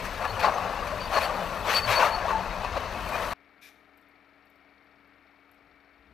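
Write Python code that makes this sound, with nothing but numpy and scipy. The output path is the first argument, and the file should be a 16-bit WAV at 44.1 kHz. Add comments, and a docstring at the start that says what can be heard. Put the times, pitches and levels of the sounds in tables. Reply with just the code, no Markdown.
"""Tyre chains grind and bite as a heavy truck's drive wheels spin in an icy rut. Crushed ice shakes the
wheel and rings the links, slipping steel squeals, snow sprays, and the labouring engine rumbles below.
Then, abruptly, the truck stands with its diesel idling: firings clatter in the block, a valve lets out
a puff of air, chain links tick as they are fastened, and two soft gusts of wind pass."""
import sys
import numpy as np
from scipy import signal
from scipy.fft import rfft, irfft, next_fast_len
from scipy.io import wavfile
from scipy.ndimage import uniform_filter1d, map_coordinates

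SR = 44100
rng = np.random.default_rng(int(sys.argv[2]) if len(sys.argv) > 2 else 0)


def wrap_up_sound(samples):
    """Save the sound to the file named by the first command line argument, as 16-bit audio."""
    columns = np.atleast_2d(samples).T
    # keep every value between -1 and 1, then stretch to whole-number steps
    tamed = np.clip(columns, -1, 1)
    steps = np.round(tamed * 32767).astype(np.int16)
    wavfile.write(sys.argv[1], SR, steps)


N = 270333
TIME = np.arange(N) / SR


# Spectra of grinding, ice grit and snow spray: f/Hz, level/dB
GRIND_SPECTRUM = [(120, -36), (300, -18), (440, -7.5), (560, -1.5), (800, 0.5), (1150, 0), (1400, -5.5),
                  (1900, -11), (3000, -40), (8000, -53)]
GRIT_SPECTRUM = [(600, -28.5), (1200, -1.5), (1600, 0.5), (2100, -1.5), (2700, -2.5), (3300, -8.5),
                 (4400, -10), (5100, -14), (6200, -14.5), (8000, -32), (15000, -51)]
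SPRAY_SPECTRUM = [(2000, -24), (4500, -2.5), (6300, -5.5), (8200, 0.5), (10500, -2.5), (12500, -4.5),
                  (15000, -0.5)]
# Modes of rim and bodywork, chain links, steel dragged over ice: f/Hz, width/Hz, level/dB
WHEEL_MODES = [(514, 15, -2.5), (589.5, 37, 3), (699, 39, 1), (862, 41, -3.5), (1104, 82, 0),
               (1540, 14, -11.5), (1727, 18, -7.5)]
LINK_MODES = [(2483, 56.6, 2), (2660, 23.3, 2), (2964, 56, -4.5), (3840, 215, -9.5), (4400, 189, -7),
              (6040, 150, -26)]
SCRAPE_MODES = [(7740, 150, 0.5), (9960, 450, -5), (12100, 670, -2.5), (13500, 390, -4)]

def chain_churn():
    """Chains crush ice: coarse grains shake the wheel, finer ones ring the links, powder sprays off."""
    grind_gain, grit_gain, spray_gain = bite_envelopes()
    coarse, fine = grains(per_s=3000, scatter_db=1.5), grains(per_s=4000, scatter_db=2.5)
    wheel = resonate(grains(per_s=3000, scatter_db=6), WHEEL_MODES)
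    grind = coloured(coarse, GRIND_SPECTRUM) + amp(-4.5) * wheel
    clinks = link_jingle(count=1200, centre_hz=3000, log_spread=0.4, t60_s=0.05, scatter_db=3)
    links = resonate(grains(per_s=3100, scatter_db=4.5), LINK_MODES)
    metal = links + amp(-1) * coloured(clinks, GRIT_SPECTRUM)
    grit = coloured(fine, GRIT_SPECTRUM) + amp(-7) * metal
    scrape = resonate(grains(per_s=2500, scatter_db=4.5), SCRAPE_MODES)
    powder = unit(fine) + unit(grains(per_s=3500, scatter_db=3))
    spray = unit(coloured(powder, SPRAY_SPECTRUM) + amp(-2) * scrape)
    grind, grit, spray = [moving_contact(x, depth_db=2.5) for x in (grind, grit, spray)]
    # Flying ice and powder scatter widely: side signal.
    chips = amp(-15.5) * grit_gain * coloured(grains(per_s=4000, scatter_db=2), GRIT_SPECTRUM)
    dust = amp(-5) * spray_gain * coloured(grains(per_s=7000, scatter_db=2), SPRAY_SPECTRUM)
    side = (chips + dust) * np.array([[1], [-1]])
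    crushing = grind_gain * grind + grit_gain * grit
    return pan(crushing, left_db=7.5) + pan(spray_gain * spray, left_db=7) + side


# Chain digs in: t/s, half length/s, level/dB, brightness/dB (low on packed ice, high in loose snow)
CHAIN_BITES = [(.055, 0.019, -41.5, 13), (0.221, 0.0088, -30, -9), (.254, 0.0088, -26.5, -12),
               (0.405, 0.0088, -33, 10), (.444, 0.017, -21, -5.5), (.481, 0.02, -23, -16),
               (.854, 0.0035, -35.5, -9), (.877, .007, -37.5, 8.5), (1.147, .022, -27.5, 2),
               (1.177, 0.012, -20.5, -5.5), (1.232, 0.029, -36, 14), (1.707, 0.03, -25.5, 5),
               (1.76, 0.029, -29.5, 12), (1.923, 0.038, -25.5, 7), (2.032, .04, -20, -3.5),
               (2.302, 0.027, -28.5, -7), (2.647, .006, -38, 4), (2.771, 0.0094, -29, -6.5),
               (3.09, .008, -47.5, 18.5), (3.19, 0.073, -31.5, -8), (3.234, 0.014, -38, 3.5),
               (3.322, 0.015, -41.5, 9)]
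# Fine snow thrown between bites: t/s, level/dB
POWDER_LEVELS = [(0.0, -57), (0.32, -58), (0.8, -59.5), (1.68, -56), (1.88, -53.5), (2.07, -54),
                 (2.22, -62), (2.88, -61.5), (3.17, -53.5), (3.2, -53)]

def bite_envelopes():
    """Gains of grind, grit and spray: steady churn, a swell per bite, then drag through broken ice."""
    hard_bite_db, drag_rise_s = -20.5, 0.1
    grind_power, grit_power = amp(-36.5) ** 2, amp(-42) ** 2
    spray_power = amp(1 + np.interp(TIME, *np.transpose(POWDER_LEVELS))) ** 2
    for at_s, half_s, db, bright_db in CHAIN_BITES:
        bite = (amp(db) * swell(at_s, half_s, steepness=2.1)) ** 2
        age = np.maximum(TIME - at_s, 0) / drag_rise_s
        drag_db = -33 + 1.4 * (db - hard_bite_db)  # a harder bite leaves more to drag through
        drag = amp(drag_db) ** 2 * age * np.exp(1 - age)
        grind_power += bite + drag
        grit_power += bite * amp(-6 + 0.63 * bright_db) ** 2 + drag * amp(-14.5) ** 2
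        spray_power += bite * amp(-23.5 + bright_db) ** 2
    return np.sqrt(grind_power), np.sqrt(grit_power), np.sqrt(spray_power)


def link_jingle(count, centre_hz, log_spread, t60_s, scatter_db):
    """Loose links clink together, each with its own pitch and strength."""
    t = np.arange(SR // 20) / SR
    starts = rng.integers(0, N, (count, 1))
    pitch, size = rng.standard_normal((2, count, 1))
    hz = np.minimum(centre_hz * np.exp(log_spread * pitch), SR / 2)
    rings = amp(scatter_db * np.minimum(size, 2) - 60 * t / t60_s) * np.sin(2 * np.pi * hz * t)
    samples = starts + np.arange(len(t))
    return unit(np.bincount(samples.ravel(), rings.ravel(), N)[:N])


def moving_contact(x, depth_db):
    """The moving contact point favours ever different resonances."""
    spectra = signal.stft(x, nperseg=1024)[2]
    field = rng.standard_normal(spectra.shape)
    for axis in (0, 1):
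        field = uniform_filter1d(field, size=3, axis=axis)
    return unit(signal.istft(spectra * amp(depth_db * unit(field)), nperseg=1024)[1][:N])


# Steel slips on ice: t/s, half length/s, f/Hz, level/dB
STEEL_SLIPS = [(.302, 0.02, 4380, -46), (0.443, .025, 4480, -47), (.55, 0.01, 6200, -51.5),
               (1.033, 0.024, 4600, -44.5), (1.166, 0.023, 4340, -36.5), (1.245, 0.013, 4490, -36),
               (1.767, 0.019, 4505, -22.5), (1.84, 0.016, 4470, -36.5), (1.972, 0.012, 4470, -26),
               (2.145, 0.024, 4420, -38), (2.356, 0.038, 883, -27.5), (3.145, 0.016, 2432, -36.5)]

def chain_squeal():
    """Stick-slip locks onto one mode: a wavering, rasping tone with weak overtones."""
    out = np.zeros(N)
    waver, flutter = 0.0042 * wobble(330), unit(amp(3 * wobble(140)))
    rasp = amp(-17) * wobble(500)
    for at_s, half_s, hz, db in STEEL_SLIPS:
        grip = np.clip(amp(db + 32), 0.3, 1)  # firmer contact: steadier pitch, less rasp
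        phase = 2 * np.pi * np.cumsum(hz * (1 + waver / grip)) / SR
        overtones = amp(-28) * np.sin(2 * phase) + amp(-28.5) * np.sin(3 * phase)
        tone = np.sin(phase) + rasp / grip * np.cos(phase) + grip * overtones
        out += amp(db) * swell(at_s, half_s, steepness=2.8) * np.sqrt(2) * tone
    return pan(out * flutter, left_db=7.5)


# Ice breaks under a link: t/s, level/dB
ICE_SNAPS = [(2.6488, -17), (.855, -25)]

def ice_cracks():
    """Ice snaps with a dull knock, a cycle or two long."""
    half_s, knock_hz = 0.0005, 900
    out = np.zeros(N)
    for at_s, db in ICE_SNAPS:
        out -= amp(db) * swell(at_s, half_s, steepness=2) * np.cos(2 * np.pi * knock_hz * (TIME - at_s))
    return pan(out, left_db=7.3)


# Spectra of the shaking truck, deep rumble and boom: f/Hz, level/dB
RUMBLE_SPECTRUM = [(10, -36.5), (19, -20.5), (26, 2.5), (36, 9.5), (47, -6), (65, -3.5), (90, -29.5),
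                   (200, -49)]
BOOM_SPECTRUM = [(45, -9), (78, 7), (112, -0.5), (155, -5.5), (185, 2.5), (215, -4), (255, -2), (310, -9),
                 (500, -4), (1200, -56)]
# Tyre judders: t/s, half length/s, f/Hz, level/dB
TYRE_JUDDERS = [(0.347, 0.024, 108.3, -35), (1.43, 0.077, 181, -42), (1.895, 0.034, 112.7, -34),
                (2.387, 0.065, 184, -41.5)]

def chassis_rumble():
    """The loaded engine and the axle shake the chassis; the tyre judders briefly as it grips."""
    firing_hz = 47.1
    boom_db = -43 + 0.5 * wobble(9)
    firing = np.sin(2 * np.pi * np.cumsum(firing_hz * (1 + 0.033 * wobble(5))) / SR)
    drone = amp(-2 + 3.7 * wobble(16)) * np.sqrt(2) * firing
    shake = amp(-44.5) * unit(coloured(noise(), RUMBLE_SPECTRUM) + drone)
    shake += amp(boom_db) * coloured(noise(), BOOM_SPECTRUM)
    slip_time_s = np.cumsum(1 + 0.06 * wobble(35)) / SR
    for at_s, half_s, hz, db in TYRE_JUDDERS:
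        shake += amp(db) * swell(at_s, half_s, steepness=4) * np.sin(2 * np.pi * hz * slip_time_s)
    return pan(shake, left_db=7.5)


# Modes of engine block and valve gear: f/Hz, width/Hz, level/dB
BLOCK_MODES = [(680, 130, -3), (1285, 170, -1.5), (1880, 70, -5), (2060, 108, -4.5), (2250, 140, 1.5),
               (2390, 96, -7), (3580, 290, -24), (4400, 450, -17.5), (5260, 111, -24)]
TAPPET_MODES = [(3650, 200, -3), (4500, 280, -5.5), (5500, 140, -7.5)]
# Broadband diesel noise: f/Hz, level/dB
DIESEL_SPECTRUM = [(24, -26), (50, -21), (110, -20.5), (230, -13.5), (400, -12), (550, -15.5), (720, -11.5),
                   (950, -16), (1500, -12), (2300, -13), (3100, -24), (5000, -38), (7500, -47),
                   (12500, -44.5), (14200, -39), (15000, -54)]
# Valve gear strikes: position/turn, level/dB
TAPPET_STRIKES = [(.535, -3), (.615, -13), (.76, -8)]
# Engine orders: multiple of crank rate, level/dB
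CRANK_ORDERS = [(3, -77), (5, -83.5), (7, -85.5), (8, -81.5), (9, -78), (14, -79.5), (18, -80.5),
                (20, -78.5), (27, -88), (28, -74.5), (29, -78), (58, -77), (61, -78), (81, -76.5),
                (99, -74)]

def diesel_idle():
    """Two firings a turn clatter in the block and the valves tick, over engine orders and a hum."""
    crank_hz, hum_hz, tappet_t60_s = 22.5, 283, 0.018
    turns = crank_hz * TIME + 0.002 * wobble(3)
    angle = 2 * np.pi * turns
    firing_db = 2.3 * np.cos(2 * (angle - 2 * np.pi * 0.67)) + np.cos(angle - 2 * np.pi * 0.44)
    # Part of the clatter repeats every turn.
    repeated = amp(-8) * np.interp(turns % 1 * SR / crank_hz, np.arange(N), noise())
    knock = amp(firing_db) * (repeated + noise())
    clatter = amp(-66.5) * resonate(knock, BLOCK_MODES)
    clatter += amp(-63.5) * coloured(repeated + noise(), DIESEL_SPECTRUM)
    strikes = sum(amp(db - 60 * ((turns - at) % 1) / crank_hz / tappet_t60_s)
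                  for at, db in TAPPET_STRIKES)
    ticks = amp(-83) * resonate(strikes * noise(), TAPPET_MODES)
    order_gain = amp(-3 + wobble(4.22))
    orders = sum(amp(db) * np.sin(k * angle + rng.uniform(0, 2 * np.pi)) for k, db in CRANK_ORDERS)
    hum_gain = amp(-69.5 + 0.77 * wobble(8.2))
    hum = np.sin(2 * np.pi * np.cumsum(hum_hz + 0.36 * wobble(3.94)) / SR)
    return pan(clatter + ticks + np.sqrt(2) * (order_gain * orders + hum_gain * hum), left_db=9.6)


# Escaping air: f/Hz, level/dB
PUFF_SPECTRUM = [(900, -28), (1600, -9.5), (2400, 0), (3000, -5.5), (4000, -13), (5500, -9), (8000, -17),
                 (12000, -11.5), (14500, -18), (16000, -35)]
# Valve outlet modes: f/Hz, width/Hz, level/dB
NOZZLE_MODES = [(1750, 340, -6), (2370, 120, 2), (3670, 400, -7.5), (6000, 600, -15), (11800, 2000, -22)]

def valve_puff():
    """The air valve opens, blows while its pressure sags, and shuts; the yard echoes."""
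    open_s, attack_s, hold_s, sag_db_per_s = 3.61, 0.02, 0.081, 38
    shut_t60_s, echo_t60_s = 0.09, 0.73
    age_s = np.maximum(TIME - open_s, 0)
    shut_s = np.maximum(age_s - hold_s, 0)
    blowing = np.minimum(age_s / attack_s, 1) * amp(-52.5 - sag_db_per_s * age_s)
    release = np.hypot(amp(-60 * shut_s / shut_t60_s), amp(-6.5 - 60 * shut_s / echo_t60_s))
    hiss = unit(coloured(noise(), PUFF_SPECTRUM) + amp(4) * resonate(noise(), NOZZLE_MODES))
    return pan(blowing * release * hiss, left_db=9)


# Links touch during fastening: t/s, relative level/dB
LINK_TOUCHES = [(3.9744, -58), (4.0133, -63), (4.0866, -63.5), (4.4553, -65.5), (4.5002, -60), (4.557, -67),
                (4.843, -72), (5.075, -71), (5.5149, -59.5), (5.5444, -65)]
# Modes of one link: f/Hz, level/dB, t60/s
TICK_MODES = [(8160, -8, .03), (9740, -9, .03), (11920, 5, 0.023), (12500, -4, .035), (13300, -7, .03),
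              (14100, -4, .03)]

def link_ticks():
    """Two links touch with a click and a short ring; their neighbours shiver on."""
    click_t60_s, shiver_t60_s = 0.041, 0.22
    out, t = np.zeros(N + SR), np.arange(SR // 5) / SR
    for at_s, db in LINK_TOUCHES:
        ring = np.zeros(len(t))
        for hz, mode_db, t60_s in TICK_MODES:
            decay = amp(mode_db + rng.normal(0, 2.95) - 60 * t / t60_s)
            ring += decay * np.sin(2 * np.pi * hz * rng.normal(1, 0.024) * t)
        click = amp(3 - 60 * t / click_t60_s) * bright_noise(len(t))
        shiver = amp(-6 - 60 * t / shiver_t60_s) * bright_noise(len(t))
        out[round(at_s * SR):][:len(t)] += amp(db - 13.5) * (amp(2) * ring + click + shiver)
    return pan(out[:N], left_db=8)


# Gusts: t/s, half length/s, level/dB
WIND_GUSTS = [(5.67, .07, -69), (6.11, .08, -64.5)]
# Wind buffeting: f/Hz, level/dB
WIND_SPECTRUM = [(20, -20.5), (45, -2.5), (60, 4), (85, -3.5), (150, -11), (400, -11.5), (1000, -53)]

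def wind():
    """Two soft gusts buffet as low noise."""
    gusts = sum(amp(db) * swell(at_s, half_s, steepness=1.6) for at_s, half_s, db in WIND_GUSTS)
    return pan(gusts * coloured(noise(), WIND_SPECTRUM), left_db=6)


def amp(db):
    """Decibels to gain."""
    return 10 ** (np.asarray(db) / 20)


def unit(x):
    """Scale to rms 1."""
    return x / np.sqrt(np.mean(x ** 2) + 1e-20)


def noise():
    """White noise."""
    return rng.standard_normal(N)


def bright_noise(samples):
    """Noise rising 12 dB per octave."""
    return np.diff(rng.standard_normal(samples + 2), 2) / 2


def grains(per_s, scatter_db):
    """Tiny fractures: impulses of random time and size."""
    return (rng.random(N) < per_s / SR) * np.sign(noise()) * amp(scatter_db * noise())


def wobble(knots_per_s):
    """Smooth random curve."""
    return map_coordinates(rng.standard_normal(int(N * knots_per_s / SR) + 4), [TIME * knots_per_s])


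def swell(middle_s, half_s, steepness):
    """Bell envelope, peak 1."""
    distance = np.abs((TIME - middle_s) / half_s)
    near = distance < 6
    out = np.zeros(N)
    out[near] = np.exp(-distance[near] ** steepness / 2)
    return out


def filtered(x, response):
    """Apply the gain response(f/Hz)."""
    size = next_fast_len(N + SR // 2)
    return irfft(rfft(x, size) * response(np.fft.rfftfreq(size, 1 / SR)), size)[..., :N]


def coloured(x, spectrum):
    """Shape x by (f/Hz, level/dB) points; rms 1."""
    hz, db = np.transpose(spectrum)
    return unit(filtered(x, lambda f: amp(np.interp(np.log(f + 1), np.log(hz), db))))


def resonate(x, modes):
    """Ring x in (f/Hz, width/Hz, level/dB) modes of alternating sign; rms 1."""
    def response(f):
        return sum((-1) ** k * amp(db) * 1j * f * width / (hz * hz - f * f + 1j * f * width)
                   for k, (hz, width, db) in enumerate(modes))
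    return unit(filtered(x, response))


def pan(x, left_db):
    """Stereo pair, left louder by left_db."""
    ratio = amp(left_db)
    return np.array([ratio * x, x]) * 2 / (1 + ratio)


def scene():
    """The spinning wheels give way at once to the standing truck."""
    stop_s, fade_s = 3.335, 0.001
    spinning = np.clip((stop_s - TIME) / fade_s, 0, 1)
    wheels = chain_churn() + chassis_rumble() + chain_squeal() + ice_cracks()
    standing = diesel_idle() + valve_puff() + wind() + link_ticks()
    return spinning * wheels + (1 - spinning) * standing


def record(dry):
    """Steep low-pass."""
    cutoff_hz = 15200
    return filtered(dry, lambda hz: 1 / (1 + (hz / cutoff_hz) ** 160))


dry = scene()
out = record(dry)
wrap_up_sound(out)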